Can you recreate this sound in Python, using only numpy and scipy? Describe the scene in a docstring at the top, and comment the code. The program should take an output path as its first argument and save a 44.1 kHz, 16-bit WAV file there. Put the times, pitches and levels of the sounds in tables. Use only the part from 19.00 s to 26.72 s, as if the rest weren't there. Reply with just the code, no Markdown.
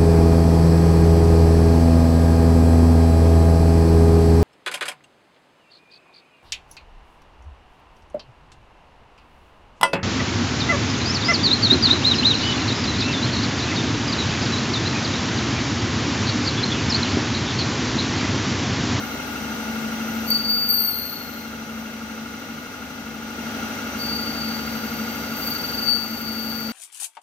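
"""Turning brass on a mill.

A belt-driven spindle turns a brass bar against a fixed tool, close to a camera in a workshop.
The motor hums, its drive whines, two belts thrum, knock and rub in the frame. In the cut the tool
tip rasps and the bar chatters into a throbbing squeal. Gain control ducks under the loudest squeals."""
import sys
import numpy as np
from scipy.fft import rfft, irfft, next_fast_len
from scipy.io import wavfile
from scipy.ndimage import uniform_filter1d, minimum_filter1d, map_coordinates

SR = 44100
rng = np.random.default_rng(int(sys.argv[2]) if len(sys.argv) > 2 else 0)


def bounce(signal):
    """Save signal as a 16-bit WAV file at the path given by the first command-line argument."""
    frames = np.transpose(np.atleast_2d(signal))
    limited = np.clip(frames, -1, 1)
    pcm = np.round(limited * 32767).astype(np.int16)
    wavfile.write(sys.argv[1], SR, pcm)


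N = 340442

MOTOR_HZ, SPINDLE_HZ = 24.831, 28.3
FAST_BELT_HZ, SLOW_BELT_HZ = MOTOR_HZ / 2, 5.436
SQUEAL_ATTACK_S, SQUEAL_RELEASE_DB_PER_S = 0.064, 170.5

# Frame resonances: centre_hz, width_hz, density_db
FRAME_MODES = [(72, 17, -65.5), (92.5, 18, -68), (158.7, 29, -60.5), (226.5, 20.2, -50), (272, 62, -64),
               (332, 46, -64.5), (391, 16, -73), (497, 63, -64.5), (573, 32, -67), (646, 56, -71),
               (774, 67, -66), (868, 107, -66), (1241, 136, -66), (1390, 355, -70.5), (1609, 27.5, -63.5),
               (1972, 93, -70.5), (2138, 55, -64.5), (2285, 60, -72.5), (2620, 84, -71.5),
               (3020, 59, -73.5), (3310, 63, -74.5), (4000, 120, -74.5), (5670, 160, -77.5)]
# Bearing and belt noise: freq_hz, density_db
RUNNING_NOISE = [(20, -114), (34, -100), (43, -76), (125, -77), (300, -68), (700, -71), (1030, -76.5),
                 (1500, -75), (2400, -75.5), (3600, -78), (6200, -80.5), (7900, -89.5), (10000, -91.5),
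                 (12000, -87.5), (15700, -94)]
# Share of the noise repeating with the belts: freq_hz, power_share
LAP_SHARE = [(100, .65), (500, .72), (1200, .55), (2500, .4), (5000, .02)]
# Left-right likeness of the frame: freq_hz, coherence
COHERENCE = [(200, 0.96), (400, 0.91), (700, 0.61), (1400, 0.29), (3000, 0.051), (12000, 0.036)]

# Motor hum: motor_multiple; level_db
HUM_ORDERS = [4, 10, 11, 12]
HUM_DB = [-50, -40, -43.5, -47.5]
# Singing motor bearings: motor_multiple; level_db
BEARING_ORDERS = [16, 19, 23, 34]
BEARING_DB = [-55, -48, -49.5, -51.5]
# Slow belt thrum: lap_multiple; level_db
THRUM_ORDERS = [13, 16, 28, 39, 40, 42, 155]
THRUM_DB = [-50, -62, -52, -49, -47, -47.5, -62]
# Pulley struck by the fast belt: lap_multiple; relative_db
KNOCK_ORDERS = [106, 108, 109, 110, 111, 112, 113, 114, 116]
KNOCK_DB = [-81, -56, -52.5, -53, -53, -67, -54.5, -47.5, -44.5]
# Fast belt on a flange: lap_multiple; level_db
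RUB_ORDERS = [212, 215, 222, 223, 224]
RUB_DB = [-70, -61, -54, -54.5, -53]

# Drive switching tones and their top cluster: pitch_hz, relative_db
WHINE_TONES = [(5997, -52.5), (6024, -64.5), (6142, -72), (7510, -63.5), (8947, -67), (9039, -83),
               (11956, -57), (11989, -62.5)]
TOP_WHINE_TONES = [(15014.5, -58), (14971, -69), (15036, -66)]
# Switching sidebands: centre_hz, width_hz, relative_db
SIDEBANDS = [(6030, 200, 2), (8900, 220, -15), (12000, 220, -4), (15010, 110, -1)]

# Tool tip scrapes: start_s, length_s, attack_s, level_db, growth_db_per_s, cut_depth
SCRAPES = [(1.05, 0.22, .1, -51, 26, 0), (1.288, 0.046, 0.055, -32, 10, 0), (1.42, .26, .05, -41, 20, .5),
           (1.698, 0.19, .007, -17.5, 5, 1), (1.947, 0.19, .05, -27, -11, 0.9),
           (2.207, 0.19, .05, -40.5, 0, 0.32), (2.724, .1, .08, -52, 20, 0),
           (4.98, 0.098, .015, -44, 20, 0.1), (5.15, 1.08, .1, -45.5, 2.5, 0),
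           (6.39, 0.13, 0.16, -34, 6, 0.05), (6.62, 1.04, 0.11, -39, 2.5, 0)]
# Tip resonances, light and deep cut: centre_hz, width_hz, relative_db
TIP_LIGHT_MODES = [(13180, 320, -1), (13450, 540, -3)]
TIP_DEEP_MODES = [(13360, 290, 6), (13500, 490, -14), (9080, 260, -16)]
# Hiss of fine chips: freq_hz, relative_db
CHIP_SPECTRUM = [(3000, -30), (6000, -2), (9000, -8), (12000, -5), (15500, 1)]
# Tip snatching at the bar: time_s, level_db, pitch_hz
SNATCHES = [(1.3055, -13, 14000), (1.6915, -12, 13700), (1.988, -19, 13400)]

# Chatter bouts: start_s, length_s, level_db, growth_db_per_s, pitch_hz,
# throb_depth, throb_hz, roughness, third_harmonic_db, pan_db
SQUEALS = [(1.318, .13, -20, -30, 4568, .5, 23, .003, -22, 4),
           (1.505, .17, -18.5, -14, 4600, .15, 23, .003, -9, 3),
           (5.02, .54, -29.3, -10, 4590, .35, 28, .08, -28, 4),
           (5.6, .78, -42, 0, 4597, .3, 28, .08, -30, 1),
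           (6.432, .4, -32, 12, 4586, .85, 22.5, .03, -30, 4),
           (6.89, .055, -16.5, -10, 4567, .1, 28, .002, -26, 16),
           (7.03, .21, -32.5, -14, 4568, .45, 26, .02, -30, 7),
           (7.28, .4, -30.5, -1, 4565, .2, 26, .01, -30, 11)]
# Noise bands of loose chatter: offset_hz, width_hz, relative_db
LOOSE_BANDS = [(-10, 170, 0), (-250, 260, -9)]


def amp(db):
    """Decibels to gain."""
    return 10 ** (np.asarray(db) / 20)


def unit(x):
    """Scale to rms 1."""
    return x / np.sqrt(np.mean(np.abs(x) ** 2) + 1e-20)


def clock():
    """Sample times in seconds."""
    return np.arange(N) / SR


def along(points, hz):
    """Interpolate (freq_hz, value) points on a log axis."""
    freq_hz, values = np.transpose(points)
    return np.interp(np.log(hz + 1), np.log(freq_hz + 1), values)


def wobble(rate_hz):
    """Smooth random curve."""
    return map_coordinates(rng.standard_normal(int(N * rate_hz / SR) + 4), [clock() * rate_hz])


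def filtered(x, response):
    """Apply a frequency response."""
    size = next_fast_len(N + SR // 4)
    return irfft(rfft(x, size) * response(np.fft.rfftfreq(size, 1 / SR)), size)[..., :N]


def peaks(modes, hz, order=1):
    """Power response of resonances; higher order, steeper sides."""
    return sum(amp(db) ** 2 / (1 + ((hz - centre_hz) / (0.62 * width_hz)) ** (2 * order)) ** 2
               for centre_hz, width_hz, db in modes)


def ringing(modes):
    """Analytic noise in the given resonances, rms 1."""
    hz = np.fft.fftfreq(next_fast_len(N), 1 / SR)
    spectrum = np.sqrt(peaks(modes, hz, order=2)) * np.exp(2j * np.pi * rng.random(len(hz)))
    return unit(np.fft.ifft(spectrum)[:N])


def placed(z, pan_db, lead_rad):
    """Analytic signal to two microphones; positive pan and lead favour the left."""
    left, right = amp(pan_db / 2), amp(-pan_db / 2)
    pair = [left * z * np.exp(.5j * lead_rad), right * z * np.exp(-.5j * lead_rad)]
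    return 2 / np.hypot(left, right) * np.real(pair)


def tones(turns, orders, levels_db, smear=0.25):
    """Harmonics of a rotation; zero smear gives one pulse a turn."""
    return sum(amp(db) * np.exp(2j * np.pi * (k * turns + smear * k * k))
               for k, db in zip(orders, levels_db))


def beating(depth, rate_hz, crest_s):
    """Modulator adding a weaker tone rate_hz lower, in phase at crest_s."""
    return (1 + depth * np.exp(-2j * np.pi * rate_hz * (clock() - crest_s))) / np.sqrt(1 + depth ** 2)


def envelope(start_s, length_s, attack_s, db, growth_db_per_s, release_db_per_s):
    """Swell ending at start_s, sloping hold, release."""
    age_s = clock() - start_s
    rise = np.clip(1 + age_s / attack_s, 0, 1) ** 2
    hold_db = db + growth_db_per_s * np.clip(age_s, 0, length_s)
    return rise * amp(hold_db - release_db_per_s * np.maximum(age_s - length_s, 0))


def blend(values, envelopes):
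    """Per-event values to a curve; the loudest event dominates."""
    power = envelopes ** 2 + 1e-14
    return values @ power / power.sum(axis=0)


def belt_roughness(shaft_s, lap_hz):
    """Belt surface: two noises repeating every lap."""
    size = int(SR / lap_hz)
    position = (shaft_s * lap_hz % 1 * size).astype(int)
    return rng.standard_normal((2, size))[:, position]


def frame_noise(shaft_s):
    """Belts and bearings shake the frame, partly repeating each lap."""
    def share(hz):
        return np.clip(along(LAP_SHARE, hz), 0, 1)

    def mid_side_response(hz):
        body = np.sqrt((peaks(FRAME_MODES, hz) + amp(along(RUNNING_NOISE, hz)) ** 2) * SR / 2)
        coherence = np.clip(along(COHERENCE, hz), 0, 1)
        return np.array([body, body * np.sqrt((1 - coherence) / (1 + coherence))])

    laps = unit(belt_roughness(shaft_s, SLOW_BELT_HZ) + 0.93 * belt_roughness(shaft_s, FAST_BELT_HZ))
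    repeating = filtered(laps, lambda hz: np.sqrt(share(hz)))
    fresh = filtered(rng.standard_normal((2, N)), lambda hz: np.sqrt(1 - share(hz)))
    mid, side = filtered(repeating + fresh, mid_side_response)
    return np.array([mid + side, mid - side]) * amp([[.6], [-1.6]])


def motor_hum(shaft_s):
    """Hum and bearing tones; the ninth order booms in the frame and beats slowly."""
    turns = shaft_s * MOTOR_HZ
    boom = tones(turns, orders=[9], levels_db=[-35]) * beating(depth=0.53, rate_hz=.49, crest_s=1.27)
    bearings = tones(turns, BEARING_ORDERS, BEARING_DB)
    hum = (boom + bearings + tones(turns, HUM_ORDERS, HUM_DB)) * amp(0.32 * wobble(2.975))
    return placed(hum, pan_db=2, lead_rad=0.18)


def belt_thrum(shaft_s):
    """The slow belt thrums at multiples of its lap rate."""
    thrum = tones(shaft_s * SLOW_BELT_HZ, THRUM_ORDERS, THRUM_DB) * amp(1.2 * wobble(3.92))
    return placed(thrum, pan_db=2, lead_rad=0.18)


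def belt_knock_and_rub(shaft_s):
    """Once a lap the fast belt's seam strikes a pulley, then the belt rubs a flange."""
    laps = shaft_s * FAST_BELT_HZ
    knock = tones(laps - .48, KNOCK_ORDERS, KNOCK_DB, smear=0) * amp(3.5 + 0.49 * wobble(13))
    rub = tones(laps - .63, RUB_ORDERS, RUB_DB, smear=0) * (1 + 0.56 * ringing([(0, 270, 0)]))
    return placed(knock, pan_db=1, lead_rad=1.27) + placed(rub, pan_db=1, lead_rad=0.7)


def drive_whine():
    """Wavering switching tones of the motor drive, with noisy sidebands."""
    lines = sum(amp(db + 0.43 * wobble(12) + 2.2 * wobble(70)) * np.exp(2j * np.pi * hz * clock())
                for hz, db in list(WHINE_TONES) + TOP_WHINE_TONES)
    sidebands = amp(-57) * np.array([ringing(SIDEBANDS).real, ringing(SIDEBANDS).real])
    return placed(amp(3) * lines, pan_db=2.5, lead_rad=1.43) + sidebands


def tool_rasp():
    """Tearing chips ring the tip; snatches chirp; light cuts spray fine chips."""
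    scrapes = np.array([envelope(*scrape, release_db_per_s=130) for *scrape, _ in SCRAPES])
    level = np.linalg.norm(scrapes, axis=0)
    depth = np.clip(blend(np.array(SCRAPES)[:, -1], scrapes), 0, 1)
    ring = np.sqrt(1 - depth) * ringing(TIP_LIGHT_MODES) + np.sqrt(depth) * ringing(TIP_DEEP_MODES)
    limiting = np.sqrt(1 + (0.47 * depth * np.abs(ring)) ** 2)  # a deep cut limits its own swing
    ring = unit(ring / limiting * (1 + 0.07 * depth))
    throb = 1 + 0.25 * (1 - 0.49 * depth) * np.cos(2 * np.pi * (SPINDLE_HZ * clock() - .24))
    tip = level * amp(1.1 * wobble(60)) * throb * ring
    for time_s, db, hz in SNATCHES:
        tip += amp(db) * np.exp(-((clock() - time_s) / 0.002) ** 2 + 2j * np.pi * hz * clock())
    spray = unit(filtered(rng.standard_normal((2, N)), lambda hz: amp(along(CHIP_SPECTRUM, hz))))
    return placed(tip, pan_db=5.5, lead_rad=-0.96) + level * amp(-4.5) * (1 - depth) * spray


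def chatter(swing, pitch_hz, roughness, third_db, pan_db):
    """The bar's bending mode and two overtones; roughness turns tone into narrow noise."""
    roughness = np.clip(roughness, 0, 1)
    phase = 2 * np.pi * np.cumsum(pitch_hz + 3.2 * wobble(40)) / SR
    voice = swing * (np.sqrt(1 - roughness) + np.sqrt(roughness) * ringing(LOOSE_BANDS))
    first = placed(voice * np.exp(1j * phase), pan_db, lead_rad=1.9)
    second = placed(amp(-30) * voice * np.exp(2j * phase), pan_db=2, lead_rad=0)
    third = placed(amp(third_db) * voice * np.exp(3j * phase), pan_db=6, lead_rad=-1.7)
    return first + second + third


def bar_squeal():
    """Chatter bouts; re-cutting the last turn's ripple adds a lower tone, so they throb."""
    bouts = np.array([envelope(start_s, length_s, SQUEAL_ATTACK_S, db, growth, SQUEAL_RELEASE_DB_PER_S)
                      for start_s, length_s, db, growth, *_ in SQUEALS])
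    starts_s, _, _, _, pitch_hz, depths, throb_hz, roughness, third_db, pan_db = np.transpose(SQUEALS)
    jitter_s = .004 * wobble(14)
    swing = sum(bout * beating(depth, rate_hz, start_s + jitter_s)
                for bout, depth, rate_hz, start_s in zip(bouts, depths, throb_hz, starts_s))
    flutter_db = 3.5 * blend(depths, bouts) * wobble(24)
    upper_hz = pitch_hz + throb_hz * depths ** 2 / (1 + depths ** 2)  # centres the pair on the pitch
    settings = blend(np.array([upper_hz, roughness, third_db, pan_db]), bouts)
    return chatter(swing * amp(flutter_db), *settings)


def tool_dig():
    """The tool digs in: chatter flares, then fades, sags and breaks into a scrape."""
    start_s, length_s, loosen_s, sag_hz_per_s = 1.71, 0.74, .34, 400
    age_s = np.clip(clock() - start_s, 0, length_s)
    swing = envelope(start_s, length_s, SQUEAL_ATTACK_S, db=-15.5, growth_db_per_s=-38,
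                     release_db_per_s=SQUEAL_RELEASE_DB_PER_S)
    swing = swing * beating(depth=0.29, rate_hz=SPINDLE_HZ, crest_s=start_s)
    pitch_hz = 4585 - sag_hz_per_s * age_s
    return chatter(swing, pitch_hz, roughness=age_s / loosen_s, third_db=-13, pan_db=7)


def gain_control(x, threshold_db, slope, window_s, hold_s, glide_s):
    """Loud sound pulls the gain down; it holds, then glides back."""
    window, hold = int(window_s * SR), int(hold_s * SR)
    power = uniform_filter1d(np.mean(x ** 2, axis=0), window, origin=(window - 1) // 2)
    wanted_db = -slope * np.maximum(10 * np.log10(np.abs(power) + 1e-12) - threshold_db, 0)
    held_db = minimum_filter1d(wanted_db, hold, origin=(hold - 1) // 2, mode="nearest")
    return x * amp(uniform_filter1d(held_db, int(glide_s * SR)))


def scene():
    """Machine plus cut; motor and belts share one slightly unsteady speed."""
    shaft_s = clock() + .00012 * wobble(2.5)
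    machine = frame_noise(shaft_s) + motor_hum(shaft_s) + belt_thrum(shaft_s)
    machine += belt_knock_and_rub(shaft_s) + drive_whine()
    return machine + bar_squeal() + tool_dig() + tool_rasp()


def record(dry):
    """Camera gain control and band limit."""
    ducked = gain_control(dry, threshold_db=-25.5, slope=0.49, window_s=0.28, hold_s=2.25, glide_s=0.19)
    return filtered(ducked, lambda hz: hz < 15800)


dry = scene()
out = record(dry)
bounce(out)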